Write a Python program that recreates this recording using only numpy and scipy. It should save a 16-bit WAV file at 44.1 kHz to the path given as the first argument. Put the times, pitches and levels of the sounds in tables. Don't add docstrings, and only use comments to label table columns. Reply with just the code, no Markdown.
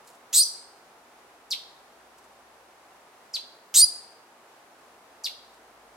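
import sys
import numpy as np
from scipy import signal
from scipy.fft import rfft, irfft, next_fast_len
from scipy.io import wavfile
from scipy.ndimage import map_coordinates

SR = 44100
rng = np.random.default_rng(int(sys.argv[2]) if len(sys.argv) > 2 else 0)


def output_pcm(signal):
    pcm = np.clip(np.atleast_2d(signal).T, -1, 1) * 32767
    wavfile.write(sys.argv[1], SR, np.round(pcm).astype(np.int16))


N = 262836

# (frequency [Hz], relative level [dB])
RUSH_EQ = [(15, -62), (25, -26.5), (55, -21), (107, -17), (144, -14.5), (211, -12.5), (248, -6),
           (291, -8.5), (352, -4.5), (604, -3), (749, 0), (1090, -3), (3220, -15.5), (11400, -23),
           (15800, -31)]
# (frequency [Hz], left-right likeness [0-1])
RUSH_LIKENESS = [(60, .93), (290, .97), (640, .85), (1410, .37), (3100, 0)]
# (time [s], pitch [Hz], level [dB])
DRONE_PATH = [(0, 38.1, -92.5), (1.3, 59.2, -84), (1.7, 54.64, -82), (2.3, 63.1, -79), (4.4, 72.05, -96.5),
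              (5.1, 61.8, -83.5), (5.9, 50.78, -76)]
# (delay [s], gain [dB])
STEM_ECHOES = [(.0068, -14.5), (0.013, -14.5), (.024, -24.5)]
# (frequency [Hz], time to fall 60 dB [s])
TREE_DECAY = [(1000, .5), (4500, .6), (8500, .52), (14000, .32)]
# (frequency [Hz], gain [dB])
FOLIAGE_EQ = [(1000, -2), (2300, -3), (3500, 1), (5000, -2), (8500, -4), (11500, -2.5), (14000, -3.5)]
# (frequency [Hz], left minus right [dB])
BIRD_PAN = [(4500, 0), (8500, -1), (13000, -6)]
# (centre time [s], level [dB], half-width [s])
RUSTLES = [(.049, -64, 0.0066), (.078, -54, .012), (.098, -62, .02), (.15, -62.5, 0.025),
           (2.187, -62.5, 0.0096), (2.246, -63, .01), (5.544, -64.5, .01)]
# (frequency [Hz], relative level [dB])
FEATHER_EQ = [(1500, -19), (4000, -8), (8000, -4), (11500, -9), (15500, -16.5)]
# (frequency [Hz], gain [dB])
THROAT_EQ = [(5000, -3.5), (6500, -2), (8400, 0), (10000, -4.5), (11200, -17.5), (13000, -6.5),
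             (15000, -33.5)]
# (time [s], length [s], base level [dB], base pitch [Hz], sag [Hz/s], hiss level [dB],
# opening hiss boost [dB], hiss tilt [dB/octave], upper voice base gain [dB], upper voice offset [Hz])
CHIPS = [(1.503, 0.037, -26.5, 4850, 43000, -44.5, 7.5, 5, -7.5, 1500),
         (3.332, .041, -29, 4885, 21100, -47, 0.5, 0.5, -16, 1892),
         (5.235, .041, -29, 5078, 47580, -42, -6, 4, -3, 1042)]
# (frequency [Hz], relative level [dB])
CHIP_HISS_EQ = [(300, -50.5), (1200, -14.5), (2500, -6), (6000, 3), (8700, -5), (11000, -2.5), (13500, -8),
                (15500, -18)]
# (time [s], length [s], time until it clears [s], base level [dB], base rasp pitch [Hz],
# whistle pitch [Hz], whistle gain [dB], reverb send [dB])
SCREECHES = [(.327, .098, .081, -16, 3773, 4977, -2, 6.5), (3.74, .109, .082, -12.5, 3880, 4881, 0, 1.5)]
# (frequency [Hz], relative level [dB])
RASP_EQ = [(400, -73), (950, -28), (2000, -29), (2900, -20.5), (3700, -7.5), (4800, -11.5), (5800, -6),
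           (7400, 2.5), (8800, -4), (10300, -11.5), (12800, -12.5), (15500, -13.5)]
# (frequency [Hz], relative level [dB])
CRACK_EQ = [(600, -20.5), (1500, -4), (2800, 1.5), (4500, -4), (9000, -14), (15000, -24)]


def amp(db):
    return 10 ** (np.asarray(db) / 20)


def unit(x):
    return x / np.sqrt(np.mean(x ** 2) + 1e-20)


def along(points, hz):
    freqs, values = np.transpose(points)
    return np.interp(np.log(hz + 1), np.log(freqs), values)


def wobble(rate, size):
    knots = rng.standard_normal(int(size * rate / SR) + 4)
    return map_coordinates(knots, [np.arange(size) * rate / SR])


def phase_of(hz):
    return 2 * np.pi * np.cumsum(hz) / SR


def filtered(x, response):
    size = x.shape[-1]
    padded = next_fast_len(size + 8192)
    return irfft(rfft(x, padded) * response(np.fft.rfftfreq(padded, 1 / SR)), padded)[..., :size]


def noise(eq, size):
    return unit(filtered(rng.standard_normal(size), lambda hz: amp(along(eq, hz))))


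def fade(size, ramp_s=.002):
    to_edge_s = np.minimum(np.arange(size), np.arange(size)[::-1]) / SR
    return np.minimum(to_edge_s / ramp_s, 1)


def add(track, start, sound):
    part = track[max(0, round(start * SR)):][:len(sound)]
    part += sound[:len(part)]


def distant_rush(level_db=-54.5, sway_db=.4):
    def width(hz):
        angle = np.arccos(along(RUSH_LIKENESS, hz)) / 2
        return np.array([np.cos(angle), np.sin(angle)])
    mid, side = filtered(np.array([noise(RUSH_EQ, N), noise(RUSH_EQ, N)]), width)
    return amp(level_db + sway_db * wobble(6.8, N)) * unit(np.array([mid + side, mid - side]))


def drone():
    t = np.arange(N) / SR
    times, pitches, levels = np.transpose(DRONE_PATH)
    hz = np.interp(t, times, pitches) * (1 + .02 * wobble(24, N))
    return np.sqrt(2) * amp(np.interp(t, times, levels)) * np.sin(phase_of(hz))


def forest_reverb(send, leaf_db=-13, tree_db=-17, leaf_t60_s=.22):
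    hz, t, _ = signal.stft(np.zeros(SR), SR, nperseg=256)
    build_up = 1 - np.exp(-(t / .01) ** 2)
    impulse = 0
    for db, t60 in [(leaf_db, leaf_t60_s), (tree_db, along(TREE_DECAY, hz)[:, None])]:
        scatter = signal.stft(rng.standard_normal((2, SR)), SR, nperseg=256)[2]
        tail = signal.istft(scatter * build_up * amp(-60 * t / t60), SR, nperseg=256)[1]
        impulse = impulse + amp(db) * tail / np.linalg.norm(tail, axis=1, keepdims=True)
    for delay, db in STEM_ECHOES:
        arrivals = np.abs(delay + rng.normal(0, .0002, 2))
        impulse[[0, 1], (arrivals * SR).astype(int)] += amp(db)
    coloured = filtered(send, lambda f: amp(along(FOLIAGE_EQ, f)))
    return signal.fftconvolve(coloured[None], impulse, axes=1)[:, :N]


def pan_to_branch(bird, lag_s=1.6e-5):
    left = lambda hz: amp(along(BIRD_PAN, hz) / 2) * np.exp(-1j * np.pi * hz * lag_s)
    return filtered(bird, lambda hz: np.array([left(hz), 1 / left(hz)]))


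def feathers(grain_db=3):
    t = np.arange(N) / SR
    swell = sum(amp(db) * np.exp(-((t - centre) / width) ** 2) for centre, db, width in RUSTLES)
    return swell * unit(noise(FEATHER_EQ, N) * amp(grain_db * wobble(480, N)))


def pip(start=.429, length=.01, pitch_hz=5840, level_db=-23, jitter=.033):
    track, size = np.zeros(N), round(length * SR)
    phase = phase_of(pitch_hz * (1 + jitter * wobble(900, size)))
    add(track, start, np.sqrt(2) * amp(level_db) * fade(size) * np.sin(phase))
    return track


def chip_gesture(t, length, pitch_hz, sag, top_hz=8200, end_hz=1846, dive_s=.0056,
                 attack_s=.0097, release_s=.015):
    hz = pitch_hz - sag * t + (top_hz - pitch_hz) * np.exp(-(t / dive_s) ** 1.7)
    collapse = (t / length) ** 5.5
    attack_db = -24 * np.maximum(1 - t / attack_s, 0)
    release_db = -10 * np.maximum(1 - (length - t) / release_s, 0)
    return hz + collapse * (end_hz - hz), attack_db + release_db


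def chips(overtone_db=(-18, -16), jitter=.028, upper_jitter=.0398, shimmer=.23, beak_hz=3210,
          snap_s=.012):
    whistles, edge = np.zeros((2, N))
    for start, length, level_db, pitch_hz, sag, hiss_db, snap_db, tilt_db, upper_db, offset_hz in CHIPS:
        t = np.arange(0, length, 1 / SR)
        size = len(t)
        hz, envelope_db = chip_gesture(t, length, pitch_hz, sag)
        phase = phase_of(hz * (1 + jitter * wobble(900, size)))
        overtones = sum(amp(db + along(THROAT_EQ, k * hz)) * np.sin(k * phase)
                        for k, db in enumerate(overtone_db, 2))
        upper_phase = phase_of((hz + offset_hz) * (1 + upper_jitter * wobble(1200, size)))
        upper = amp(upper_db) * np.clip(4000 / hz, .85, 1.15) ** 3 * np.sin(upper_phase)
        beak_db = 8 * np.minimum(np.log2(hz / beak_hz), 0)
        gain = np.sqrt(2) * amp(level_db + envelope_db + beak_db) * fade(size)
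        gain *= 1 + shimmer * wobble(500, size)
        hiss_eq = [(f, db + tilt_db * np.log2(f)) for f, db in CHIP_HISS_EQ]
        hiss_gain = amp(hiss_db + envelope_db / 2 + snap_db * np.exp(-t / snap_s)) * fade(size)
        add(whistles, start, gain * (np.sin(phase) + upper))
        add(edge, start, gain * overtones + hiss_gain * noise(hiss_eq, size))
    return whistles, edge


def screech_gesture(t, clear_s, level_db, pitch_hz, whistle_hz, whistle_db,
                    scoop_hz=992, climb_hz_per_s=8000, swell_db=19.5, chaos_s=.007, settle_s=.055):
    clear = (1 + np.tanh((t - clear_s) / .0064)) / 2
    hz = pitch_hz + climb_hz_per_s * t - scoop_hz * np.exp(-t / .009)
    db = level_db - swell_db * np.exp(-t / .011) + whistle_db * clear
    rasp = np.exp(-np.maximum(t - chaos_s, 0) / settle_s)
    rasp += clear * (.066 - rasp)
    return hz + clear * (whistle_hz - hz), db, rasp


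def screech_tone(hz, rasp, flutter, vibrato=.045, jitter=.045, waver=.006, shimmer=.42,
                 squeak_ratio=1.17, squeak_db=-4):
    size = len(hz)
    harsh = np.minimum(rasp / .45, 1)
    bend = rasp * (vibrato * flutter + jitter * wobble(2200, size)) + waver * wobble(500, size)
    phase = phase_of(hz * (1 + bend))
    swing_db = 3 * harsh * flutter
    source_db = [-4 * harsh, -5 * (1 - harsh) - swing_db / 2, -2 - 16 * (1 - harsh) - swing_db]
    gains = amp([db + along(THROAT_EQ, k * hz) for k, db in enumerate(source_db, 1)])
    gains /= np.linalg.norm(gains, axis=0)
    partials = [gain * (1 + shimmer * harsh * wobble(900, size)) * np.sin(k * phase)
                for k, gain in enumerate(gains, 1)]
    crest = harsh * np.maximum(flutter, 0)
    squeak = amp(squeak_db) * np.sin(phase_of(squeak_ratio * hz * (1 + .07 * wobble(1800, size))))
    return sum(partials) + crest * (squeak - partials[0])


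def screech_noise(hz, rasp, flutter, pitch_tracking=.7, pulse_db=4):
    speed = hz ** pitch_tracking / np.mean(hz ** pitch_tracking)
    chaos = map_coordinates(noise(RASP_EQ, len(hz)), [np.cumsum(speed)], order=5)
    return chaos * unit(amp(pulse_db * (.93 - rasp) * flutter))


def screeches(flutter_hz=152, noise_db=-1, crack_db=-33, crack_s=.006):
    tracks = np.zeros((len(SCREECHES), N))
    for track, (start, length, *gesture, _) in zip(tracks, SCREECHES):
        t = np.arange(0, length, 1 / SR)
        hz, db, rasp = screech_gesture(t, *gesture)
        flutter = np.sin(phase_of(flutter_hz * (1 + .11 * wobble(91, len(t)))))
        tone = np.sqrt(2 * (1 - rasp ** 2)) * screech_tone(hz, rasp, flutter)
        grit = amp(noise_db) * rasp * screech_noise(hz, rasp, flutter)
        crack = amp(crack_db) * t / crack_s * np.exp(-t / crack_s) * noise(CRACK_EQ, len(t))
        add(track, start, fade(len(t)) * (amp(db) * (tone + grit) + crack))
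    return tracks


def scene(pip_send_db=5, chip_send_db=7, edge_send_db=10):
    screech_tracks, pip_track, (whistles, edge) = screeches(), pip(), chips()
    bird = screech_tracks.sum(axis=0) + pip_track + whistles + edge + feathers()
    send = amp([send_db for *_, send_db in SCREECHES]) @ screech_tracks
    send += amp(pip_send_db) * pip_track + amp(chip_send_db) * whistles + amp(edge_send_db) * edge
    return pan_to_branch(bird) + forest_reverb(send) + distant_rush() + drone()


def record(dry):
    return filtered(dry, lambda hz: hz < 15900)


dry = scene()
out = record(dry)
output_pcm(out)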